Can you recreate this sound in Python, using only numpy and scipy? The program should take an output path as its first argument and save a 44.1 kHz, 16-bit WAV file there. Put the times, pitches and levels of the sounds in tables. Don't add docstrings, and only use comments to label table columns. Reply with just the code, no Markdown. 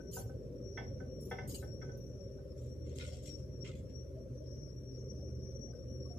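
import sys
import numpy as np
from scipy import signal
from scipy.fft import rfft, irfft
from scipy.io import wavfile
from scipy.ndimage import uniform_filter1d

SR = 44100
rng = np.random.default_rng(int(sys.argv[2]) if len(sys.argv) > 2 else 0)


def inscribe(sig):
    pcm = np.round(np.clip(np.atleast_2d(sig).T, -1, 1) * 32767)
    wavfile.write(sys.argv[1], SR, pcm.astype(np.int16))


N = 272802

# time in seconds, level in dB, lowest modes in dB, upper modes in dB,
# left-right difference in dB.
KNOCKS = [(.004, -57.5, -6, -25, 14), (.17, -42, 2, -47, 0), (.297, -53, -1, -26, -4),
          (.7755, -47, 3, 5.5, -2.5), (1.005, -49.5, -3.5, -12, -5), (1.3135, -47, 6.5, 5.5, -1.5),
          (1.3865, -49, 1.5, 4, -0.5), (1.628, -50, -3.5, -7.5, 3.5), (1.816, -64, -5, 4, -12),
          (1.826, -43, -9, -15, 2), (1.893, -49, -12, -12, 0), (2.387, -57, -6, -30, 0),
          (5.735, -64.5, -11, -20, 15)]
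# frequency in Hz, level in dB, t60 in seconds before the blow scales it.
POT_MODES = [(473, 1.5, 0.18), (749, -4, 0.27), (766, -11, 0.2), (794, -8.5, 0.28), (910, 2.5, 0.06),
             (962, -6, 0.054), (993, -14, 0.14), (1288, -2, 0.092), (1517, 7.5, 0.11), (1600, -22, 0.091),
             (1777, 1.5, 0.095), (1686, -9.5, 0.14), (1990, 4, 0.04), (2070, 3, 0.059), (2138, 2, 0.034),
             (2173, -1, 0.072), (2256, -12, 0.16), (2700, -15.5, 0.087), (2980, -21, 0.095),
             (3330, -8.5, 0.094), (3460, -19, 0.1), (3560, -17, 0.082), (5060, -20, 0.078),
             (5840, -11.5, 0.069)]
# frequency in Hz, density in dB per Hz.
WOOD_SPECTRUM = [(400, -11), (700, 13.5), (1100, -7), (2100, -11), (2500, -12), (3500, -9), (4200, -38),
                 (5200, -9), (7000, -47)]
SOFT_RISE_S, HARD_RISE_S = 0.0045, 0.0031
SOFT_RING, HARD_RING = 0.51, 0.88
CRACK_DB, CRACK_T60_S = -10, 0.023

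# time in seconds, level in dB, length in seconds,
# tilt in dB per octave.
FIZZES = [(.113, -60, .02, -2), (.13, -48, .045, -2.5), (.165, -53, 0.0093, -12), (1.203, -70, 0.029, -1),
          (1.25, -66, 0.056, -6), (1.476, -51.5, .02, 4), (1.492, -51, 0.031, -4),
          (1.544, -45.5, 0.02, -5.5), (1.585, -62.5, .04, -4)]
# frequency in Hz, density in dB per Hz.
FIZZ_SPECTRUM = [(1500, -29), (2200, -27), (3000, -7), (3600, -11), (4300, -3), (5000, -1), (5900, -14),
                 (6600, 6.5), (9000, 2), (12500, 1), (14400, 0)]
FIZZ_SHAPE = 0.41, 6.25, -0.6

# time in seconds, level in dB, length in seconds,
# tilt in dB per octave.
SCRAPES = [(2.57, -72.5, 0.075, 7.5), (2.855, -70, 0.1, -0.5), (2.955, -61.5, 0.043, 6),
           (2.986, -46.5, 0.0012, -1), (2.996, -52.5, 0.032, -5.5), (3.039, -58.5, 0.052, 1),
           (3.12, -65, 0.054, 2.5), (3.225, -65.5, 0.046, 7), (3.258, -58, 0.032, 4.5),
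           (3.375, -75.5, 0.031, 5), (3.645, -55.5, 0.036, -6), (3.75, -70, 0.037, 4),
           (3.895, -75, 0.016, -1.5)]
# frequency in Hz, density in dB per Hz.
SCRAPE_SPECTRUM = [(530, -56), (900, -7), (1200, -10), (1420, -0.5), (1610, -12), (2100, -3), (2800, 0),
                   (4630, -4), (5570, -18), (6260, -2), (8460, -4.5), (9400, -15.5), (13600, -19),
                   (14400, -41)]
SCRAPE_SHAPE = 0.29, 8.3, 2.7
# frequency in Hz, width of each smoothing pass in Hz,
# relative level in dB.
BOARD_RESONANCES = [(1402, 35, -19), (2094, 97, 12.5), (2920, 130, -15), (3295, 35, 6.5), (4240, 90, -33),
                    (5200, 74, 3), (7030, 82, -1), (7600, 100, 3)]
GRIT_DB, GRIT_S = 2, 0.003

# time in seconds, level in dB, extra level of the highest modes in dB.
CLINKS = [(1.2074, -61.5, -13), (1.2316, -60, -15), (1.253, -60, -10), (1.299, -62.5, -14),
          (1.7355, -71, -22), (1.971, -68.5, -7)]
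# frequency in Hz, relative level in dB, t60 in seconds.
CLINK_MODES = [(6430, -6, 0.079), (6940, -19, 0.084), (7500, -19, .1), (8660, -3.5, 0.044),
               (10200, -3, 0.074), (10500, -1, 0.064), (10440, -18, .15), (10800, -14, 0.13),
               (12550, 0, 0.13), (12900, 8, 0.069), (13800, 4, 0.11), (14050, -2, 0.17)]
# time in seconds, level in dB, centre pitch in Hz.
BLURRED_TONES = [(.165, -47, 6200), (3.001, -54, 1421), (3.1, -64, 694), (3.75, -64, 3390),
                 (4.15, -54, 620), (4.4, -53.5, 610), (4.98, -59, 6380), (5.19, -67, 715), (5.26, -70, 704),
                 (5.67, -65.5, 704), (6.05, -62, 1143), (6.1, -56, 714.4), (6.16, -67, 1170)]
# frequency in Hz, t60 in seconds.
BLURRED_T60 = [(650, 0.26), (1160, 0.086), (1400, 0.15), (6300, 0.084)]
BLUR_HZ = 28.2

# frequency in Hz, density in dB per Hz.
DRONE_SPECTRUM = [(28, -18), (48, -26), (66, -12), (100, -8), (130, -4), (160, -12), (290, -15), (330, -19),
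                  (385, -13), (440, -18), (520, -12), (600, -19), (660, -36), (780, -52), (1100, -70)]
# time in seconds, level in dB.
DRONE_LEVEL = [(0, -47.5), (1.9, -47), (2.2, -50.5), (3, -49), (4, -50), (5.3, -49), (6.19, -49)]
# frequency in Hz, likeness from 0 to 1.
DRONE_LIKENESS = [(60, 1), (130, 0.94), (280, 0.81), (620, 0.75), (1350, 0.17), (2950, 0.05), (6420, 0.24),
                  (14000, 0.022)]
# frequency in Hz, width of each smoothing pass in Hz, rms level in dB.
DRONE_TONES = [(77.37, 2.72, -52.5), (98.2, 6.1, -59.5), (120, 6.3, -57), (124.18, 3.97, -54),
               (264.2, 8.5, -67), (299.5, 3.8, -68.5), (373.5, 3.34, -66.5), (391.8, 5.1, -62),
               (497, 4.5, -74), (484, 5.4, -71.5), (518, 6, -73.5), (531, 4.6, -71), (610, 8.3, -79)]
THROB_HZ, THROB_DEPTH = 19.45, 0.29
THIRD_ORDER_DB = -50.5

# time in seconds, pitch in Hz before it wanders,
# level in dB before flicker and left-right balance.
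WHISTLE = [(0, 5640, -68), (.2, 5590, -62), (.3, 5580, -75.5), (.56, 5600, -77.5), (.66, 5640, -63),
           (1.0, 5650, -68.5), (1.14, 5600, -76.5), (1.28, 5600, -64), (1.52, 5500, -71), (1.75, 5590, -62),
           (2.2, 5590, -67.5), (2.55, 5560, -80), (2.72, 5620, -70.5), (3.12, 5560, -69.5),
           (3.21, 5540, -76), (3.3, 5560, -55.5), (3.48, 5680, -74.5), (3.63, 5590, -60.5),
           (3.8, 5520, -86), (3.92, 5670, -66), (4.2, 5610, -74.5), (4.3, 5770, -77), (4.62, 5720, -65.5),
           (4.95, 5650, -62.5), (5.3, 5730, -68), (5.5, 5760, -63.5), (5.75, 5650, -62.5),
           (6.19, 5560, -62.5)]
# frequency in Hz, width of each smoothing pass in Hz,
# level in dB relative to the whistle path, swing in dB.
STRANDS = [(5480, 73, -25, 15.5), (5984, 81, -23, 12)]
# start in seconds, length in seconds, frequency in Hz, level in dB before fades and left-right balance.
NARROW_TONES = [(1.265, 0.56, 5430, -82), (2.493, 0.048, 5340, -73.5), (2.948, 0.24, 5470, -70),
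                (3.247, 0.26, 5470, -76), (4.419, .33, 5465, -70.5), (4.9, 0.11, 5090, -79),
                (5.13, 0.19, 5390, -74.5), (5.24, 0.21, 5490, -75), (5.377, 0.13, 5410, -75),
                (5.678, .14, 5070, -82), (5.82, 0.39, 10900, -86)]
WANDER_HZ, WANDER_S = 24.98, 0.0519
FLICKER_DB, FLICKER_S = 3.5, 0.036
STRAND_S = 0.13

# frequency in Hz, density in dB per Hz.
AIR_SPECTRUM = [(500, -2), (800, -4), (1250, -2.5), (1600, -6), (3400, -13), (5000, -12), (5700, -5),
                (6700, -14), (13000, -16), (14400, -19.5)]
AIR_DB = -74.5

# frequency in Hz, left-right difference in dB.
PORTS = [(60, -1.5), (110, -0.5), (200, 1), (370, 2), (680, 4.5), (1240, 0), (2270, -4), (4170, 5.5),
         (7630, 7.5), (14000, -16)]
EDGE_HZ = 14250


def pot():
    out, t = np.zeros((2, N)), np.arange(SR // 2) / SR
    hz, db, t60 = np.transpose(POT_MODES)
    wood = noise(WOOD_SPECTRUM, 0.61, size=256, uneven_db=0.5)
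    for s, level_db, low_db, high_db, pan_db in KNOCKS:
        rise = np.interp(high_db, [-10, 6], [SOFT_RISE_S, HARD_RISE_S])
        ring_factor = np.interp(high_db, [-14, 4], [SOFT_RING, HARD_RING])
        share_db = np.interp(hz, [1000, 1500, 1900], [low_db, 0, high_db])
        modes = np.transpose([hz, db + share_db, t60 * ring_factor])
        blow = ring(modes, rise, spread_db=1.5, apart=0.62)

        grain = wood[:, round(s * SR):][:, :len(t)]
        thud_db = max(high_db, low_db - 7.0) - 3.5
        thud = amp(thud_db - 60 * t / 0.23) * (1 - np.exp(-t / 0.02))
        blow[:, :grain.shape[1]] += grain * thud[:grain.shape[1]]

        tick = resonate(rng.standard_normal((2, len(t))), 4600, 2200.0)
        tick_shape = amp(high_db + CRACK_DB - 60 * t / CRACK_T60_S) * np.minimum(t / rise, 1)
        blow += tick_shape * tick

        sides = amp([[level_db + pan_db / 2], [level_db - pan_db / 2]])
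        add(out, max(s - rise, 0), blow * sides)
    return out


def fizzes():
    hiss = noise(FIZZ_SPECTRUM, 0.071, size=1024, uneven_db=7.0)
    return bursts(FIZZES, FIZZ_SHAPE, hiss, 6800)


def scrapes():
    return bursts(SCRAPES, SCRAPE_SHAPE, scrape_texture(), 4500)


def scrape_texture():
    rub = noise(SCRAPE_SPECTRUM, 0.077, size=1024, uneven_db=4.5)
    white = rng.standard_normal((2, N))
    rung = sum(amp(db) * evened(resonate(white, hz, width)) for hz, width, db in BOARD_RESONANCES)
    return (rub + 0.51 * evened(rung)) * amp(GRIT_DB * drift(GRIT_S))


def bursts(rows, form, texture, centre_hz):
    out, t = np.zeros((2, N)), np.arange(SR // 2) / SR
    octaves = np.log2((np.fft.rfftfreq(len(t), 1 / SR) + 100) / centre_hz)
    rise_share, tail_share, bend_db = form
    for s, level_db, length, tilt_db in rows:
        start = rng.integers(0, N - len(t))
        colour = amp(tilt_db * octaves - bend_db * octaves ** 2)
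        part = irfft(rfft(texture[:, start:start + len(t)]) * colour, len(t))

        rise = np.clip(rise_share, 0.05, 1) * length
        swell = np.sin(np.pi / 2 * np.clip(t / rise, 0, 1)) ** 2
        tail = amp(-60 * np.maximum(t - length, 0) / (tail_share * length))
        shape = swell * tail
        burst = evened(part * shape) * np.sqrt(np.mean(shape ** 2))
        add(out, s - rise / 2, amp(level_db) * burst)
    return out


def clinks():
    out = np.zeros((2, N))
    hz, db, t60 = np.transpose(CLINK_MODES)
    for s, level_db, top_db in CLINKS:
        modes = np.transpose([hz, db + level_db + top_db * (hz > 12000), t60])
        add(out, s, ring(modes, rise=0.0012, spread_db=2.5, apart=1.3))
    return out


def blurred_tones():
    out = np.zeros((2, N))
    for s, level_db, centre_hz in BLURRED_TONES:
        t60 = read(BLURRED_T60, centre_hz)
        pitches = centre_hz + BLUR_HZ * rng.standard_normal(4)
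        cluster = [(pitch, level_db, t60) for pitch in pitches]
        add(out, s, ring(cluster, rise=0.008, spread_db=2.0, apart=0.6))
    return out


def drone():
    likeness = read(DRONE_LIKENESS, np.fft.rfftfreq(4096, 1 / SR))
    turns = THROB_HZ * np.arange(N) / SR + rng.random()
    wash = noise(DRONE_SPECTRUM, likeness, size=4096, uneven_db=2.5)
    out = wash * amp(curve(DRONE_LEVEL)[0]) * (1 + THROB_DEPTH * np.cos(2 * np.pi * turns))
    for hz, width, db in DRONE_TONES:
        left, other = rng.standard_normal((2, N))
        same = np.clip(read(DRONE_LIKENESS, hz), 0, 1)
        right = same * left + np.sqrt(1 - same ** 2) * other
        out = out + amp(db) * evened(resonate(np.array([left, right]), hz, width))
    return out + amp(THIRD_ORDER_DB) * np.sin(2 * np.pi * 3 * turns)


def whistle():
    pitch, level_db = curve(WHISTLE)
    pitch = pitch + WANDER_HZ * drift(WANDER_S)
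    cycles = np.cumsum(pitch) / SR + rng.random((2, 1))
    clear = np.sqrt(2) * np.cos(2 * np.pi * cycles)
    breathy = evened(resonate(rng.standard_normal((2, N)), pitch, 73.0))
    out = (0.34 * clear + 0.6 * breathy) * amp(FLICKER_DB * drift(FLICKER_S))
    for hz, width, db, swing_db in STRANDS:
        presence_db = db + swing_db * np.minimum(drift(STRAND_S), 1)
        strand = evened(resonate(rng.standard_normal((2, N)), hz, width))
        out = out + amp(presence_db) * strand
    out = out * amp(level_db)
    for s, length, hz, db in NARROW_TONES:
        size = round(length * SR)
        tone = resonate(rng.standard_normal((2, SR))[:, :size], hz, 80.0)
        add(out, s, amp(db) * evened(tone) * signal.windows.tukey(size, 0.4))
    return out * amp([[4.0], [-1.5]])


def air():
    return amp(AIR_DB) * noise(AIR_SPECTRUM, 0.037, size=1024, uneven_db=3.0)


def room(x):
    slots = np.arange(200, SR // 2 - 20, 20)
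    at = slots + rng.integers(0, 20, (2, len(slots)))
    echoes = rng.choice([-1.0, 1.0], at.shape) * amp(-60 * at / SR / 0.3)
    taps = np.zeros((2, SR // 2))
    np.put_along_axis(taps, at, echoes, 1)
    return signal.fftconvolve(x, taps / np.linalg.norm(taps[0]), axes=1)[:, :N]


def ring(modes, rise, spread_db, apart):
    hz, db, t60 = np.transpose(modes)[:, :, None]
    t = np.arange(SR // 2) / SR
    start, skew, luck = rng.standard_normal((len(modes), 1, 3)).transpose(2, 0, 1)
    phase = 3 * start + apart * np.array([skew, -skew])
    size = amp(db + spread_db * luck - 60 * t / t60)
    onset = (1 - np.exp(-t / rise)) ** 2
    return (size * np.sin(2 * np.pi * hz * t + phase)).sum(1) * onset


def resonate(x, hz, width):
    turn = np.exp(2j * np.pi * np.cumsum(hz * np.ones(x.shape[-1])) / SR)
    r = np.exp(-np.pi * width / SR)
    smooth = signal.lfilter([(1 - r) ** 2], [1, -2 * r, r * r], x / turn)
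    return 2 * (turn * smooth).real


def noise(spectrum, same, size, uneven_db):
    frames, hz = 4 * N // size + 5, np.fft.rfftfreq(size, 1 / SR)
    a, b, c, d, swing = rng.standard_normal((frames, len(hz), 5)).T
    swing = uniform_filter1d(swing, size=5, axis=0)
    swing = evened(uniform_filter1d(swing, size=5, axis=1))
    same = np.clip(same * np.ones(len(hz)), -1, 1)[:, None]
    left, other = a + 1j * b, c + 1j * d
    bins = np.array([left, same * left + np.sqrt(1 - same ** 2) * other])
    bins *= amp(read(spectrum, hz)[:, None] + uneven_db * swing)
    return evened(signal.istft(bins, nperseg=size, noverlap=3 * size // 4)[1][:, :N])


def drift(seconds):
    size = max(round(seconds * SR), 2)
    return evened(uniform_filter1d(uniform_filter1d(rng.standard_normal(N), size), size))


def amp(db):
    return 10 ** (np.asarray(db) / 20)


def evened(x):
    return x / np.sqrt(np.mean(x ** 2) + 1e-20)


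def read(points, hz):
    f, value = np.transpose(points)
    return np.interp(np.log(hz + 1), np.log(f + 1), value)


def curve(rows):
    s, *columns = np.transpose(rows)
    return [np.interp(np.arange(N) / SR, s, c) for c in columns]


def add(mix, s, sound):
    part = mix[:, round(s * SR):][:, :sound.shape[1]]
    part += sound[:, :part.shape[1]]


def scene():
    ringing = pot() + clinks() + blurred_tones()
    sources = ringing + amp(-5.5) * room(ringing) + fizzes() + scrapes() + drone() + whistle()
    tilt_db = read(PORTS, np.fft.rfftfreq(2 * N, 1 / SR)) / 2
    coloured = irfft(rfft(sources, 2 * N) * amp([tilt_db, -tilt_db]))[:, :N]
    return coloured + air()


def record(dry):
    bass_cut = signal.butter(3, 50, "highpass", fs=SR, output="sos")
    thin = signal.sosfilt(bass_cut, dry)
    band_limit = signal.firwin(767, EDGE_HZ, window=("kaiser", 9), fs=SR)
    return signal.oaconvolve(thin, band_limit[None], "same")


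dry = scene()
out = record(dry)
inscribe(out)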